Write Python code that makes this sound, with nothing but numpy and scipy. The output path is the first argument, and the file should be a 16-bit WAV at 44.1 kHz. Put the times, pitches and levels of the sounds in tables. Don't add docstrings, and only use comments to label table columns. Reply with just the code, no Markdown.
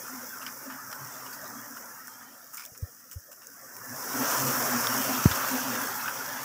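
import sys
import numpy as np
from scipy import signal
from scipy.fft import rfft, irfft, next_fast_len
from scipy.io import wavfile
from scipy.ndimage import uniform_filter1d

SR = 44100
rng = np.random.default_rng(int(sys.argv[2]) if len(sys.argv) > 2 else 0)


def store_pcm(level_fs):
    pcm = np.round(np.clip(level_fs, -1, 1) * 32767).astype(np.int16)
    wavfile.write(sys.argv[1], SR, np.atleast_2d(pcm).T)


N = 284356

# t/s, hiss/dB, buzz/dB, near-wing rush/dB
ACTIVITY = [(0.0, -42, -46.5, -63), (0.48, -44.5, -46.5, -63), (0.86, -46, -46.5, -67.5),
            (1.17, -44, -46.5, -59), (1.49, -45, -45.5, -65.5), (1.87, -47, -50, -68.5),
            (2.28, -51, -52, -64.5), (2.73, -51.5, -62.5, -75), (2.89, -52.5, -61, -74.5),
            (3.32, -53.5, -61.5, -76.5), (3.54, -50.5, -56, -72), (3.79, -47, -50, -72.5),
            (4.13, -35, -37.5, -49.5), (4.31, -30, -32.5, -42.5), (4.47, -30.5, -32.5, -45),
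            (5.49, -33.5, -34.5, -43.5), (6.14, -38.5, -38.5, -49), (6.45, -40, -39, -50)]
# f/Hz, level/dB
BUSY_BUZZ_SPECTRUM = [(500, -61), (850, -6.5), (1370, -2.5), (1740, -7.5), (2050, -14), (2300, -18),
                      (2990, -30), (5060, -120)]
CALM_BUZZ_SPECTRUM = [(500, -65), (950, -16), (1250, 3), (1500, 2), (1850, -1), (2200, -14.5), (2990, -40)]
LOW_BUZZ_SPECTRUM = [(290, -4), (340, -3), (440, -1.5), (520, 3), (760, -0.5), (900, -16), (1050, -10)]
# f/Hz, level/dB
HISS_SPECTRUM = [(2530, -89), (4300, -43), (4930, -7), (5540, 0.5), (9390, -11), (14900, -1.5),
                 (15700, -1.5), (16000, -17)]
NEAR_SPECTRUM = [(1180, -31), (2000, -6), (2530, 0.5), (3290, -1.5), (3960, -7.5), (4700, -3), (6110, -72),
                 (10300, -120)]
STIR_SPECTRUM = [(15, -18), (45, -14), (70, 1), (110, 4), (200, 14.5), (350, 8.5), (500, -8)]
# nearest t/s, length/s, tone/dB, octave/dB, wingbeat f/Hz
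FLYBYS = [(0.177, 0.21, -64, -48, 128), (0.471, .1, -71, -49.5, 126.3), (0.707, 0.16, -82, -46.5, 130),
          (0.863, 0.09, -59, -60, 134), (1.05, 0.16, -48.5, -80, 125), (1.365, .09, -75, -55, 144),
          (1.425, 0.073, -63, -73, 140.5), (1.56, 0.15, -87, -50.5, 127.8),
          (1.703, 0.11, -83, -51.5, 132.6), (2.059, .1, -81, -60.5, 131.4), (2.272, .2, -76, -54, 128),
          (3.8, 0.1, -58, -86, 128), (3.921, .1, -46, -52, 131.7), (4.197, 0.16, -52, -35.5, 131.2),
          (4.457, 0.19, -39, -39, 132.7), (4.606, .18, -45, -37.5, 132), (4.75, .14, -52.5, -35, 126.7),
          (4.916, .12, -46, -41.5, 122.7), (5.0, 0.13, -52, -35, 127.5), (5.138, .19, -48, -36.5, 131),
          (5.538, 0.098, -64, -35, 129), (5.679, .22, -51, -38.5, 132.2), (5.82, .14, -72, -44, 132),
          (6.173, 0.083, -73, -51.5, 124), (6.348, 0.16, -75, -55, 131)]
# t/s, low rustle/dB, ring/dB, high rustle/dB, ring f/Hz, length/s
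LEAF_CRACKLES = [(0.411, -37, -44, -44, 2800, 0.082), (0.464, -34.5, -31, -35, 2990, 0.012),
                 (0.473, -37, -41, -44, 2370, 0.036), (0.697, -35.5, -47.5, -51, 3000, 0.087),
                 (0.914, -48, -46, -56, 3260, 0.016), (0.927, -29, -33.5, -32, 3040, 0.013),
                 (1.26, -53, -45, -45, 2870, 0.038), (1.328, -43, -43, -38, 4740, 0.04),
                 (1.454, -64, -49, -64, 3880, 0.04), (1.764, -37.5, -50, -42, 2900, 0.043),
                 (2.072, -62, -65, -34, 3045, 0.0084), (2.08, -31, -53, -34, 2620, 0.0084),
                 (2.207, -42, -60, -53, 3230, 0.083), (2.529, -44.5, -58, -37, 2760, 0.11),
                 (2.545, -50, -55, -34, 2650, 0.005), (2.571, -60, -46, -30, 4460, 0.007),
                 (2.574, -45, -42, -47, 2230, 0.058), (2.594, -45, -47, -43, 2380, 0.13),
                 (2.651, -62, -46.5, -35, 3500, 0.012), (2.661, -67, -57, -33, 3750, 0.0068),
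                 (2.748, -47, -52, -60, 2480, 0.032), (2.776, -54, -61, -32.5, 2520, 0.0068),
                 (3.111, -52, -50.5, -36, 2950, 0.06), (3.313, -48, -54, -42, 2780, 0.054),
                 (3.412, -49, -57, -51, 2760, 0.08), (3.469, -60, -66, -31.5, 2250, 0.0067),
                 (3.766, -58, -51, -31, 2385, 0.0089), (4.869, -27, -26.5, -24.5, 3450, 0.0096),
                 (5.311, -28, -29, -31, 3500, 0.031), (5.357, -41, -27, -27, 2650, 0.011),
                 (5.484, -40, -33, -25, 2730, 0.014), (6.079, -23.5, -35, -51, 2570, 0.025)]
# f/Hz, level/dB
LEAF_LOW_SPECTRUM = [(600, -60), (900, -10), (1400, -2.5), (1900, -9.5), (2300, -47)]
TWIG_SPECTRUM = [(1700, -28), (2100, -10), (3200, -15.5), (4200, -20), (5200, -4.5), (5800, -13)]
LEAF_HIGH_SPECTRUM = [(4400, -46), (5200, -2.5), (6000, 1), (9300, -3.5), (12500, -6.5), (15000, 5.5),
                      (16000, -6)]
# t/s, level/dB, start f/Hz, end f/Hz, rise/s, swell exponent, polarity
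KNOCK_SWINGS = [(2.722, -58, 470, 450, 0.0074, 1.5, 1), (2.824, -52, 520, 477, 0.0057, 1.8, 1),
                (2.719, -47, 130, 100, 0.003, 1.6, 1), (2.8225, -24.3, 110, 88, .010, 2.5, -1),
                (3.1545, -31.5, 86, 86, .014, 3.5, -1), (5.2557, -5.6, 300, 66, .0033, 1.8, 1),
                (5.2557, -18, 300, 66, .010, 2, 1), (5.2597, -10, 684, 497, 0.00024, 1.86, 1),
                (5.306, -30, 128.3, 90, 0.0085, 1.8, -1)]


def amp(db):
    return 10 ** (np.asarray(db) / 20)


def unit_rms(x):
    return x / np.sqrt(np.mean(x ** 2) + 1e-20)


def activity_db(t):
    times, *levels = np.transpose(ACTIVITY)
    return [np.interp(t, times, db) for db in levels]


def follow(leader_db, full_db, slope):
    return amp(full_db + slope * (leader_db + 32))


def coloured(x, spectrum):
    size = next_fast_len(len(x))
    hz, db = np.transpose(spectrum)
    shape_db = np.interp(np.log(np.fft.rfftfreq(size, 1 / SR) + 1), np.log(hz), db, -90, -90)
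    return unit_rms(irfft(rfft(x, size) * amp(shape_db), size)[:len(x)])


def wander(hz, count, t):
    f = np.geomspace(hz / 20, hz, 12)[:, None]
    coarse_s = np.arange(0, t[-1] + .01, .005)
    waves = [(np.sin(2 * np.pi * (f * coarse_s * u[:, :1] + u[:, 1:])) / f ** .25).sum(0)
             for u in rng.uniform(.7, 1.7, (count, 12, 2))]
    return np.array([np.interp(t, coarse_s, unit_rms(w)) for w in waves])


def blur(field, frames, bins):
    return unit_rms(uniform_filter1d(uniform_filter1d(field, frames, axis=1), bins, axis=0))


def patchy(x, depth, flicker_db):
    t, spectra = signal.stft(x, SR, nperseg=1024, noverlap=768)[1:]
    narrow, flicker, broad = rng.standard_normal((*spectra.T.shape, 3)).T
    patches = .89 * blur(narrow, 9, 3) + .35 * blur(broad, 20, 10)
    hiss_db = activity_db(t)[0]
    depth_db = depth * (1 - .055 * (hiss_db + 31))
    bias_db = depth_db ** 2 * np.log(10) / 20
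    gain = amp(depth_db * patches - bias_db + flicker_db * blur(flicker, 5, 200))
    return unit_rms(signal.istft(spectra * gain, nperseg=1024, noverlap=768)[1][:N])


def wingbeats(count, mean_hz=130, spread=.075, drift=.03, swing_db=4.5):
    step = 8
    t = np.arange(N // step + 2) * step / SR
    beat_hz = mean_hz * (1 + spread * rng.standard_normal((count, 1)) + drift * wander(3, count, t))
    turns = np.cumsum(beat_hz, axis=1) * step / SR + rng.random((count, 1))
    nearness = amp(swing_db * wander(6, count, t))
    cycle = np.arange(512) / 512
    stroke = sum(np.cos(2 * np.pi * (k * cycle + rng.random())) for k in range(3, 18))
    parts = np.cos(2 * np.pi * turns), np.sin(4 * np.pi * turns), stroke[(turns * 512).astype(int) % 512]
    return [unit_rms(signal.resample_poly((nearness * p).sum(0), step, 1)[:N]) for p in parts]


def wing_buzz(partials, buzz_db, hiss_db, air_share=.69, calm_db=-65.5, busy_db=-42.5):
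    turbulence = coloured(rng.standard_normal(N), [(200, 0), (2600, 0)])
    beating = np.sqrt(1 - air_share) * partials + np.sqrt(air_share) * turbulence
    busy = np.clip((buzz_db - calm_db) / (busy_db - calm_db), 0, 1)
    full, thin = coloured(beating, BUSY_BUZZ_SPECTRUM), coloured(beating, CALM_BUZZ_SPECTRUM)
    upper = patchy(busy * full + (1 - busy) * thin, depth=2, flicker_db=.36)
    low = patchy(coloured(beating, LOW_BUZZ_SPECTRUM), depth=2.77, flicker_db=.92)
    return amp(buzz_db) * upper + follow(hiss_db, full_db=-40, slope=1.206) * low


def wing_hiss(hiss_db, near_db, contacts_per_s=350):
    sizes = amp(3.5 * np.minimum(rng.exponential(1, N), 4))
    contacts = sizes * (rng.random(N) < contacts_per_s / SR)
    puffs = signal.lfilter([1], [1, -.97], contacts)
    scratch = unit_rms(puffs * rng.standard_normal(N))
    rush = rng.standard_normal(N) + amp(-8) * scratch
    near = patchy(coloured(rush, NEAR_SPECTRUM), depth=2.85, flicker_db=1)
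    massed = patchy(coloured(rush, HISS_SPECTRUM), depth=1, flicker_db=.82)
    return amp(hiss_db) * massed + amp(near_db) * near


def air_stir(hiss_db):
    return follow(hiss_db, full_db=-51, slope=1) * coloured(rng.standard_normal(N), STIR_SPECTRUM)


def wing_hum(tone, octave, buzz_db):
    return (follow(buzz_db, full_db=-54.5, slope=.82) * tone
            + follow(buzz_db, full_db=-47.5, slope=.88) * octave)


def flybys(tone, octave, own_share=.4, sag=.02):
    out = np.zeros(N)
    waver = .02 * wander(25, 1, np.arange(N) / SR)[0]
    own, others = np.sqrt(2 * own_share), np.sqrt(1 - own_share)
    for (s, length_s, tone_db, octave_db, hz), offset in zip(FLYBYS, rng.random(len(FLYBYS))):
        at = np.arange(max(round((s - length_s / 2) * SR), 0), min(round((s + length_s / 2) * SR), N))
        position = np.clip(2 * (at / SR - s) / length_s, -1, 1)
        beat_hz = hz * (1 - sag * position + waver[at])
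        phase = 2 * np.pi * (offset + np.cumsum(beat_hz) / SR)
        low = others * tone[at] + own * np.cos(phase)
        high = others * octave[at] + own * np.sin(2 * phase)
        swell = abs(np.cos(np.pi / 2 * position)) ** 1.2
        out[at] += swell * (amp(tone_db) * low + amp(octave_db) * high)
    return out


def crackles(rows):
    out, t = np.zeros(N), np.arange(4000) / SR
    low, scrape, high = (coloured(rng.standard_normal(N + len(t)), band)
                         for band in (LEAF_LOW_SPECTRUM, TWIG_SPECTRUM, LEAF_HIGH_SPECTRUM))
    ragged_db = 2.5 * unit_rms(uniform_filter1d(rng.standard_normal(N + len(t)), size=60))
    ragged = unit_rms(amp(ragged_db))
    for s, low_db, ring_db, high_db, hz, length_s in rows:
        at = round(s * SR)
        span = slice(at, at + len(t))
        attack = 1 - np.exp(-t / (.08 * length_s))
        envelope = attack * amp(-30 * t / max(length_s, .003)) * ragged[span]
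        mode = signal.iirpeak(hz, Q=9, fs=SR)
        grit = rng.standard_normal(len(t))
        ring = .76 * unit_rms(signal.lfilter(*mode, signal.lfilter(*mode, grit))) + .9 * scrape[span]
        rustle = amp(low_db) * low[span] + amp(high_db) * high[span]
        out[span] += (envelope * (amp(ring_db) * ring + rustle))[:N - at]
    return out


def brushed_leaves(count=34, start_s=2.45, end_s=3.8):
    u = rng.random((count, 6))
    times_s = start_s + (end_s - start_s) * u[:, 0]
    levels_db = np.array([-62, -68, -47]) - 1.6 * np.log(1 - u[:, 1:4])
    ring_hz = 2300 + 1200 * u[:, 4]
    length_s = .008 * (.5 + u[:, 5])
    return np.column_stack([times_s, levels_db, ring_hz, length_s]).tolist()


def hand_knocks(glide_s=.005):
    out, t = np.zeros(N), np.arange(4000) / SR
    for s, db, start_hz, end_hz, rise_s, exponent, polarity in KNOCK_SWINGS:
        hz = end_hz + (start_hz - end_hz) * np.exp(-t / glide_s)
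        swell = (t / rise_s * np.exp(1 - t / rise_s)) ** exponent
        swing = np.sin(2 * np.pi * np.cumsum(hz) / SR)
        out[round(s * SR):][:len(t)] += polarity * amp(db) * swell * swing
    return out


def scene():
    hiss_db, buzz_db, near_db = activity_db(np.arange(N) / SR)
    tone, octave, partials = wingbeats(count=16)
    bees = wing_buzz(partials, buzz_db, hiss_db) + wing_hiss(hiss_db, near_db) + air_stir(hiss_db)
    bees += wing_hum(tone, octave, buzz_db) + flybys(tone, octave)
    return (bees + crackles(LEAF_CRACKLES + brushed_leaves()) + hand_knocks())[None]


def record(dry):
    rumble = amp(-98) * coloured(rng.standard_normal(N), [(8, -8), (20, 3), (60, 6), (90, -20)])
    lowpass = signal.firwin(1023, cutoff=15620, window=("kaiser", 9), fs=SR)
    return signal.oaconvolve(dry + rumble, lowpass[None], "same")


dry = scene()
out = record(dry)
store_pcm(out)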